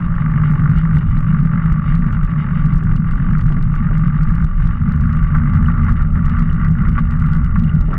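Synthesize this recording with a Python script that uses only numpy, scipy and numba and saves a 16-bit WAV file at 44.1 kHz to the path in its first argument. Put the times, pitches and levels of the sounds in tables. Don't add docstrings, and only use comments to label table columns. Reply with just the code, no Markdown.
import sys
import numpy as np
from scipy import signal
from scipy.fft import rfft, irfft
from scipy.io import wavfile
from scipy.ndimage import uniform_filter1d
from numba import njit

SR = 44100
rng = np.random.default_rng(int(sys.argv[2]) if len(sys.argv) > 2 else 0)


def wav_out(sig):
    wavfile.write(sys.argv[1], SR, np.round(np.clip(np.atleast_2d(sig).T, -1, 1) * 32767).astype(np.int16))


N = 351918
T = np.arange(N) / SR

# (frequency [Hz], gain [dB])
CASE_COLOUR = [(200, -40.5), (500, -23.5), (760, -25), (1000, -14), (1160, -4.5), (1400, -2), (1620, -8.5),
               (2050, -12.5), (2450, -25.5), (2850, -30.5), (3300, -38), (4300, -56), (14000, -87)]
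# (frequency [Hz], width [Hz], boost [dB])
CASE_MODES = [(578, 31, 8), (854, 68, 10), (1164, 99, 9.5)]
# (frequency [Hz], gain [dB])
RUBBER_COLOUR = [(120, 4.5), (250, 6.5), (310, 3.5), (350, -1.5), (410, 3.5), (480, -8.5), (580, -5.5),
                 (730, -9), (1000, -11.5), (2000, -56.5)]


def gain_of(db):
    return 10 ** (np.asarray(db) / 20)


def evened(x):
    return x / np.sqrt(np.mean(x ** 2) + 1e-20)


def curve(rows, column=1):
    rows = np.asarray(rows)
    return np.interp(T, rows[:, 0], rows[:, column])


def steadied(x, size):
    return x / np.sqrt(abs(uniform_filter1d(uniform_filter1d(x ** 2, size), size)) + 1e-12)


def coloured(x, colour, modes=()):
    hz = abs(np.fft.fftfreq(8192, 1 / SR))
    colour_hz, colour_db = np.transpose(colour)
    db = np.interp(np.log(hz + 1), np.log(colour_hz), colour_db)
    for centre, width, height in modes:
        db = db + height / (1 + (2 * (hz - centre) / width) ** 2)
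    log_spectrum = np.conj(signal.hilbert(db * np.log(10) / 20))
    response = np.fft.ifft(np.exp(log_spectrum)).real
    half = len(hz) // 2
    return signal.oaconvolve(x, response[:half] * np.hanning(2 * half)[half:])[:N]


def resonate(x, hz, width_hz, passes=1):
    turn = np.exp(2j * np.pi * np.cumsum(hz * np.ones(N)) / SR)
    fade = np.exp(-np.pi * width_hz / SR)
    for _ in range(passes):
        x = 2 * (turn * signal.lfilter([1 - fade], [1, -fade], x / turn)).real
    return x


def muffled(x, hz, order):
    return signal.sosfilt(signal.butter(order, hz, fs=SR, output="sos"), x)


def wobble(rate_hz):
    ratio = np.fft.rfftfreq(N, 1 / SR) / rate_hz
    return evened(irfft(rfft(rng.standard_normal(N)) * ratio * np.exp(-ratio ** 2 / 2), N))


def bursts(rows, decay_s):
    level = np.zeros(N)
    fade = np.exp(-T[:SR // 2] / decay_s)
    for start, db in rows:
        part = level[round(start * SR):][:len(fade)]
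        part += gain_of(db) * fade[:len(part)]
    return level * rng.choice([-1, 1], N)


def looseness(from_s=3.5, by_s=7.5):
    return np.interp(T, [from_s, by_s], [0, 1])


def wind(eddy_db=2.0, eddy_hz=4.2):
    # (time [s], level [dB])
    buffet = [(0.0, -19), (0.66, -21), (0.77, -18), (1.0, -19), (1.18, -12.5), (1.3, -20.5), (1.72, -19.5),
              (1.8, -25.5), (1.92, -15.5), (2.27, -17), (2.4, -24), (2.82, -13), (3.0, -16), (3.62, -13.5),
              (4.02, -17.5), (4.33, -13), (4.7, -14), (4.95, -23), (5.15, -15), (7.96, -16.5)]
    # (frequency [Hz], gain [dB])
    colour = [(7, -39.5), (16, -10), (25, 3.5), (31, 6.5), (40, -5.5), (54, -7.5), (68, -21), (110, -11.5),
              (200, -32.5), (300, -41.5), (600, -87)]
    level_db = curve(buffet) + eddy_db * wobble(eddy_hz)
    return gain_of(level_db) * steadied(coloured(rng.standard_normal(N), colour), size=3000)


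def mount(tone_share=.9, tone_width_hz=12., firm_db=2.0, loose_db=3.5, bump_hz=5.5):
    # (time [s], level [dB])
    drone_levels = [(0.0, -19.5), (0.44, -12), (0.98, -12), (1.12, -19.5), (1.34, -12.5), (2.52, -18),
                    (2.72, -11), (2.84, -18), (2.92, -11), (3.02, -17), (3.2, -19), (3.36, -14),
                    (3.82, -18.5), (3.98, -14), (4.18, -15), (4.27, -11.5), (4.5, -20.5), (4.7, -20.5),
                    (5.0, -14.5), (5.26, -20), (5.42, -13), (6.12, -19), (6.78, -13.5), (7.1, -20.5),
                    (7.3, -12.5), (7.44, -22), (7.74, -13), (7.96, -23)]
    # (frequency [Hz], gain [dB])
    colour = [(60, -29.5), (105, -12), (130, -7.5), (153, 0), (167, -2.5), (186, -10), (200, -14.5),
              (232, -16), (255, -27.5), (320, -37.5), (600, -96.5)]
    # (time [s], pitch [Hz], relative strength)
    tone_path = [(0.1, 169.5, 1.2), (0.38, 146, 1.95), (0.8, 159.7, 1.3), (1.3, 154.4, 0.71),
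                 (1.65, 162, 1.16), (2.2, 156.5, 0.32), (2.72, 166.9, 0.7), (3.3, 153.7, 0.33),
                 (3.9, 162.8, 0.63), (4.1, 148.2, 1.2), (4.25, 161, 0.45), (5.05, 162, 1.04),
                 (5.6, 151.8, 0.33), (7.35, 163.3, 1), (7.9, 155.6, 0.26)]
    rough = evened(coloured(rng.standard_normal(N), colour))
    tone = resonate(rng.standard_normal(N), curve(tone_path), tone_width_hz, passes=2)
    tone = tone_share * curve(tone_path, column=2) * steadied(tone, size=2000)
    swing_db = firm_db + (loose_db - firm_db) * looseness()
    level_db = curve(drone_levels) + swing_db * np.minimum(wobble(bump_hz), 1)
    return gain_of(level_db) * steadied(rough + tone, size=2600)


def frame(low_hz=79, high_hz=229, low_db=-0.64, high_db=-5.0, high_growth=1.2):
    # (time [s], relative level [dB])
    shaking = [(0, -27.5), (4.55, -30), (5.05, -15.5), (5.25, -21.5), (5.45, -14), (5.9, -16),
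               (6.05, -20.5), (6.3, -17), (6.55, -22), (7.15, -19), (7.45, -22), (7.6, -15.5), (7.98, -32)]
    shake_db = curve(shaking)
    low = steadied(resonate(rng.standard_normal(N), low_hz, width_hz=9, passes=2), size=5000)
    high = steadied(resonate(rng.standard_normal(N), high_hz, width_hz=11, passes=2), size=7000)
    return gain_of(shake_db + low_db) * low + gain_of(high_growth * shake_db + high_db) * high


def knob_landings(lead_s, jitter_s=.0008, spread_db=0.5, first_gap_share=.23):
    # (time [s], knobs meeting the ground [1/s])
    knob_rate = [(0.0, 49.87), (0.375, 51.38), (0.5, 49.75), (0.875, 51.3), (1.25, 50.33), (1.5, 46.92),
                 (1.75, 50.43), (1.875, 49.23), (2.625, 45.65), (2.75, 48.58), (3.125, 44.11),
                 (3.375, 48.18), (3.5, 45.49), (4.0, 47.68), (4.125, 45.58), (4.375, 47.38), (4.625, 43.55),
                 (4.75, 48.12), (5.125, 52.3), (5.5, 52.49), (6.0, 55.45), (6.75, 58.1), (6.875, 61.02),
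                 (7.125, 58.25), (7.375, 63.58), (8.0, 62.98)]
    knobs_passed = np.cumsum(curve(knob_rate)) / SR - first_gap_share
    due = np.flatnonzero(np.diff(np.floor(knobs_passed)))
    force, lateness = rng.standard_normal((len(due), 2)).T
    landings = np.clip(due + ((lateness * jitter_s - lead_s) * SR).astype(int), 0, N - 1)
    blows = np.zeros(N)
    blows[landings] = gain_of(spread_db * np.minimum(force, 1))
    return landings, blows


def tread(rise_s=.001, slap_s=0.00408, firm_grit=.33, loose_grit=0.55, grains_per_s=9000,
          grain_db=1.05, trim_db=-2.5, load_db=2.85, load_hz=5.1):
    # (time [s], relative level [dB])
    rolling = [(0.0, -32.5), (0.66, -29.5), (1.15, -33), (1.6, -30), (2.3, -31.5), (3.3, -32), (3.6, -32.5),
               (4.3, -31), (4.55, -33), (4.9, -33.5), (5.3, -29.5), (5.86, -28.5), (6.17, -35), (6.26, -27),
               (6.42, -32), (7.3, -30), (7.96, -37)]
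    landings, blows = knob_landings(lead_s=slap_s)
    loose = looseness()
    t = T[:2000]
    slap = (1 - np.exp(-t / rise_s)) * np.exp(-t / slap_s)
    pressure = firm_grit + (loose_grit - firm_grit) * loose
    pressure += signal.oaconvolve(blows, slap / slap.max())[:N]
    grit = rng.choice([-1, 1], N) * (rng.random(N) < grains_per_s / SR)
    grit = grit * gain_of(grain_db * rng.exponential(1, N))
    taps = (1 - loose) * np.roll(blows, slap.argmax())
    ring = whirr(coloured(grit * pressure + taps, CASE_COLOUR, CASE_MODES))
    knob = np.searchsorted(landings, np.arange(N))
    knob_gain = np.sqrt(np.bincount(knob, pressure ** 2) / (np.bincount(knob, ring ** 2) + 1e-9))
    ring *= uniform_filter1d(knob_gain[np.maximum(knob, 1)], size=150)
    level_db = curve(rolling) + tyre_lift_db() + trim_db + load_db * loose * wobble(load_hz)
    return gain_of(level_db) * steadied(ring, size=3000)


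def dirt(grains_per_s=3000, grain_db=8.0, crunch_db=-54.0, clump_db=6.0, clump_hz=12, scrub_db=4.5):
    # (frequency [Hz], gain [dB])
    grit_colour = [(900, -26.5), (2000, 8), (2500, -4.5), (2880, 1.5), (3200, -13), (3750, -16),
                   (4050, -26.5), (4800, -25), (5500, -30.5), (9000, -45.5), (14000, -67)]
    # (frequency [Hz], width [Hz], boost [dB])
    grit_modes = [(2790, 110, 2.6), (3690, 160, 7.4), (4650, 350, 6)]
    # (time [s], relative level [dB])
    scrub_levels = [(0, -46), (0.9, -42.5), (1.1, -47.5), (2.7, -45), (4.7, -48.5), (5.6, -44), (7.4, -47),
                    (7.98, -44)]
    grains = rng.standard_normal(N) * (rng.random(N) < grains_per_s / SR)
    grains *= gain_of(grain_db * np.minimum(rng.exponential(1, N), 3))
    clumps = gain_of(crunch_db + clump_db * np.tanh(wobble(clump_hz)))
    crunch = clumps * evened(coloured(grains, grit_colour, grit_modes))
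    scrub = steadied(coloured(rng.standard_normal(N), RUBBER_COLOUR, CASE_MODES), size=6000)
    scrub *= gain_of(curve(scrub_levels) + scrub_db)
    return gain_of(tyre_lift_db() / 2) * (crunch + scrub)


def hard_hits(top_hz=2600):
    # (time [s], peak [dB], decay [s])
    hits = [(0.182, -19, .003), (0.220, -20, .003), (0.260, -21, .003), (0.377, -20, .003),
            (0.435, -19, .003), (0.658, -17, .003), (0.852, -18, .003), (0.968, -19, .003),
            (1.344, -19.5, .003), (1.534, -21, .003), (1.575, -21, .003), (1.660, -23, .005),
            (2.379, -23, .003), (2.868, -23, .003), (3.350, -20, .004), (3.739, -20.5, .003),
            (4.037, -20, .003), (4.303, -20, .006), (5.348, -17.5, .012), (5.682, -10.5, .012),
            (5.700, -18, .005), (5.882, -18, .014), (6.752, -22, .004), (6.979, -14.5, .008),
            (7.223, -22, .003), (7.557, -16.5, .008), (7.930, -16.5, .009)]
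    t = T[:3000]
    out = np.zeros(N + len(t))
    for start, db, decay_s in hits:
        burst = muffled(rng.choice([-1, 1], len(t)) * np.exp(-t / decay_s), top_hz, order=2)
        knock = coloured(burst, CASE_COLOUR, CASE_MODES)[:len(t)]
        out[round(start * SR):][:len(t)] += gain_of(db) * knock / abs(knock).max()
    return out[:N]


def clinks(ring_hz=2870, width_hz=260, chatter_s=0.0036):
    # (time [s], relative level [dB])
    hits = [(0.382, -42), (0.987, -40), (2.965, -42), (5.658, -37), (6.360, -44.5), (6.497, -44),
            (6.951, -45), (7.640, -37), (7.693, -40)]
    chatter = bursts(hits, chatter_s) * np.sqrt(SR / width_hz)
    return resonate(chatter, ring_hz, width_hz, passes=2)


def rubs():
    # (start [s], length [s], level [dB])
    touches = [(0.43, 0.066, -44.5), (0.756, 0.071, -40), (1.04, 0.12, -48.5), (1.838, 0.11, -43),
               (2.373, 0.08, -43), (2.531, 0.11, -45), (3.067, 0.035, -48), (3.17, 0.13, -51.5),
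               (4.53, 0.069, -55)]
    # (frequency [Hz], gain [dB])
    colour = [(1200, -17), (2100, 6), (2600, -15), (3000, -7.5), (3300, -16), (4000, -37), (5200, -35.5),
              (9000, -53.5)]
    # (frequency [Hz], width [Hz], boost [dB])
    disc_modes = [(2830, 110, 11), (3440, 90, 8), (3715, 130, 20), (4600, 180, 20)]
    level = np.zeros(N)
    for start, length, db in touches:
        progress = np.clip((T - start) / length, 0, 1)
        level += gain_of(db) * np.sqrt(abs(np.sin(np.pi * progress)))
    return level * evened(coloured(rng.standard_normal(N), colour, disc_modes))


def jolts(width_s=0.0046):
    # (time [s], peak [dB])
    shoves = [(0.786, -5), (0.969, -7), (1.727, -5), (2.779, -8.5), (3.412, -5.5), (4.443, -1.5),
              (5.01, -12), (5.927, -7), (6.024, -8), (6.895, -3.5), (7.442, -5), (7.811, -11)]
    out = np.zeros(N)
    for centre, db in shoves:
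        offset = (T - centre) / width_s
        out -= gain_of(db) * (1 - offset ** 2) * np.exp(-offset ** 2 / 2)
    return out


def ticks(decay_s=0.00066, tick_db=-35.0, after_db=-10., after_s=0.012):
    times = [0.786, 0.970, 0.984, 1.176, 1.207, 1.728, 1.953, 2.126, 2.251, 2.661, 2.781, 2.837, 2.963,
             3.111, 3.384, 3.412, 3.524, 3.627, 3.754, 3.981, 4.234, 4.355, 4.443, 4.674, 4.922, 5.010,
             5.130, 5.169, 5.537, 5.893, 5.925, 6.023, 6.257, 6.296, 6.386, 6.395, 6.529, 6.648, 6.893,
             6.992, 7.110, 7.199, 7.264, 7.334, 7.350, 7.446, 7.598, 7.638, 7.811, 7.941]
    # (frequency [Hz], gain [dB])
    colour = [(1000, 1.5), (3000, 8), (4500, 2), (10000, -10.5), (16000, -13)]
    gaps = after_s * (.5 + rng.random(len(times)))
    main = [(start, tick_db) for start in times]
    faint = [(start + gap, tick_db + after_db) for start, gap in zip(times, gaps)]
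    return coloured(bursts(main + faint, decay_s), colour)


def bumps(decay_s=0.029, boost_db=17.0):
    # (time [s], relative level [dB])
    ruts = [(0.967, -34.5), (2.825, -38), (2.915, -39.5), (3.504, -30.5), (3.569, -38), (3.905, -31.5),
            (7.884, -34), (7.902, -31), (7.937, -37)]
    return gain_of(boost_db) * coloured(bursts(ruts, decay_s), RUBBER_COLOUR)


def tyre_lift_db(dip_db=-5):
    # (middle [s], length [s])
    hollows = [(0.999, 0.022), (1.066, 0.057), (1.43, 0.044), (1.991, 0.047), (2.856, 0.041), (3, .09),
               (3.217, 0.018), (3.439, 0.042), (3.665, 0.14), (3.94, 0.015), (4.47, 0.049), (4.562, 0.07),
               (4.793, 0.026), (6.128, 0.046), (6.717, 0.067), (6.926, 0.046), (7.02, 0.025),
               (7.176, 0.095), (7.5, 0.17), (7.869, 0.023)]
    return dip_db * sum(np.exp(-(2 * (T - middle) / length) ** 4) for middle, length in hollows)


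def whirr(rolling, low_hz=1385, high_hz=1950, wander_hz=1.7, width_hz=150, low_gain=0.93):
    drift = 1 + .045 * wobble(wander_hz)
    swell = gain_of(4 * np.tanh(wobble(wander_hz)))
    low = low_gain * swell * resonate(rolling, low_hz * drift, width_hz)
    high = resonate(rolling, high_hz * drift, width_hz) / swell
    return rolling + looseness() * (low + high)


def scene():
    bass = wind() + mount() + frame() + bumps() + jolts()
    return (bass + tread() + hard_hits() + dirt() + clinks() + rubs() + ticks())[None]


@njit
def limiter_db(x, dice, ceiling, step_db, fall_chance, rise_chance):
    out = np.zeros(len(x))
    db = 0.
    for i in range(len(x)):
        excess = abs(x[i]) * 10 ** (db / 20) / ceiling - 1
        if dice[i] < min(excess, .45) * fall_chance:
            db -= step_db
        elif db < 0 and dice[i] < rise_chance:
            db += step_db
        out[i] = db
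    return out


def record(dry, ceiling=0.47, step_db=0.15, fall_rate=12000, rises_per_s=200,
           soft_hz=10300, edge_hz=15800):
    sound = dry[0]
    gain_db = limiter_db(sound, rng.random(N), ceiling, step_db, fall_rate / SR, rises_per_s / SR)
    softened = muffled(sound * gain_of(gain_db), soft_hz, order=5)
    treble_cut = signal.firwin(101, edge_hz, window=("kaiser", 8), fs=SR)
    return signal.oaconvolve(softened, treble_cut, "same")[None]


dry = scene()
out = record(dry)
wav_out(out)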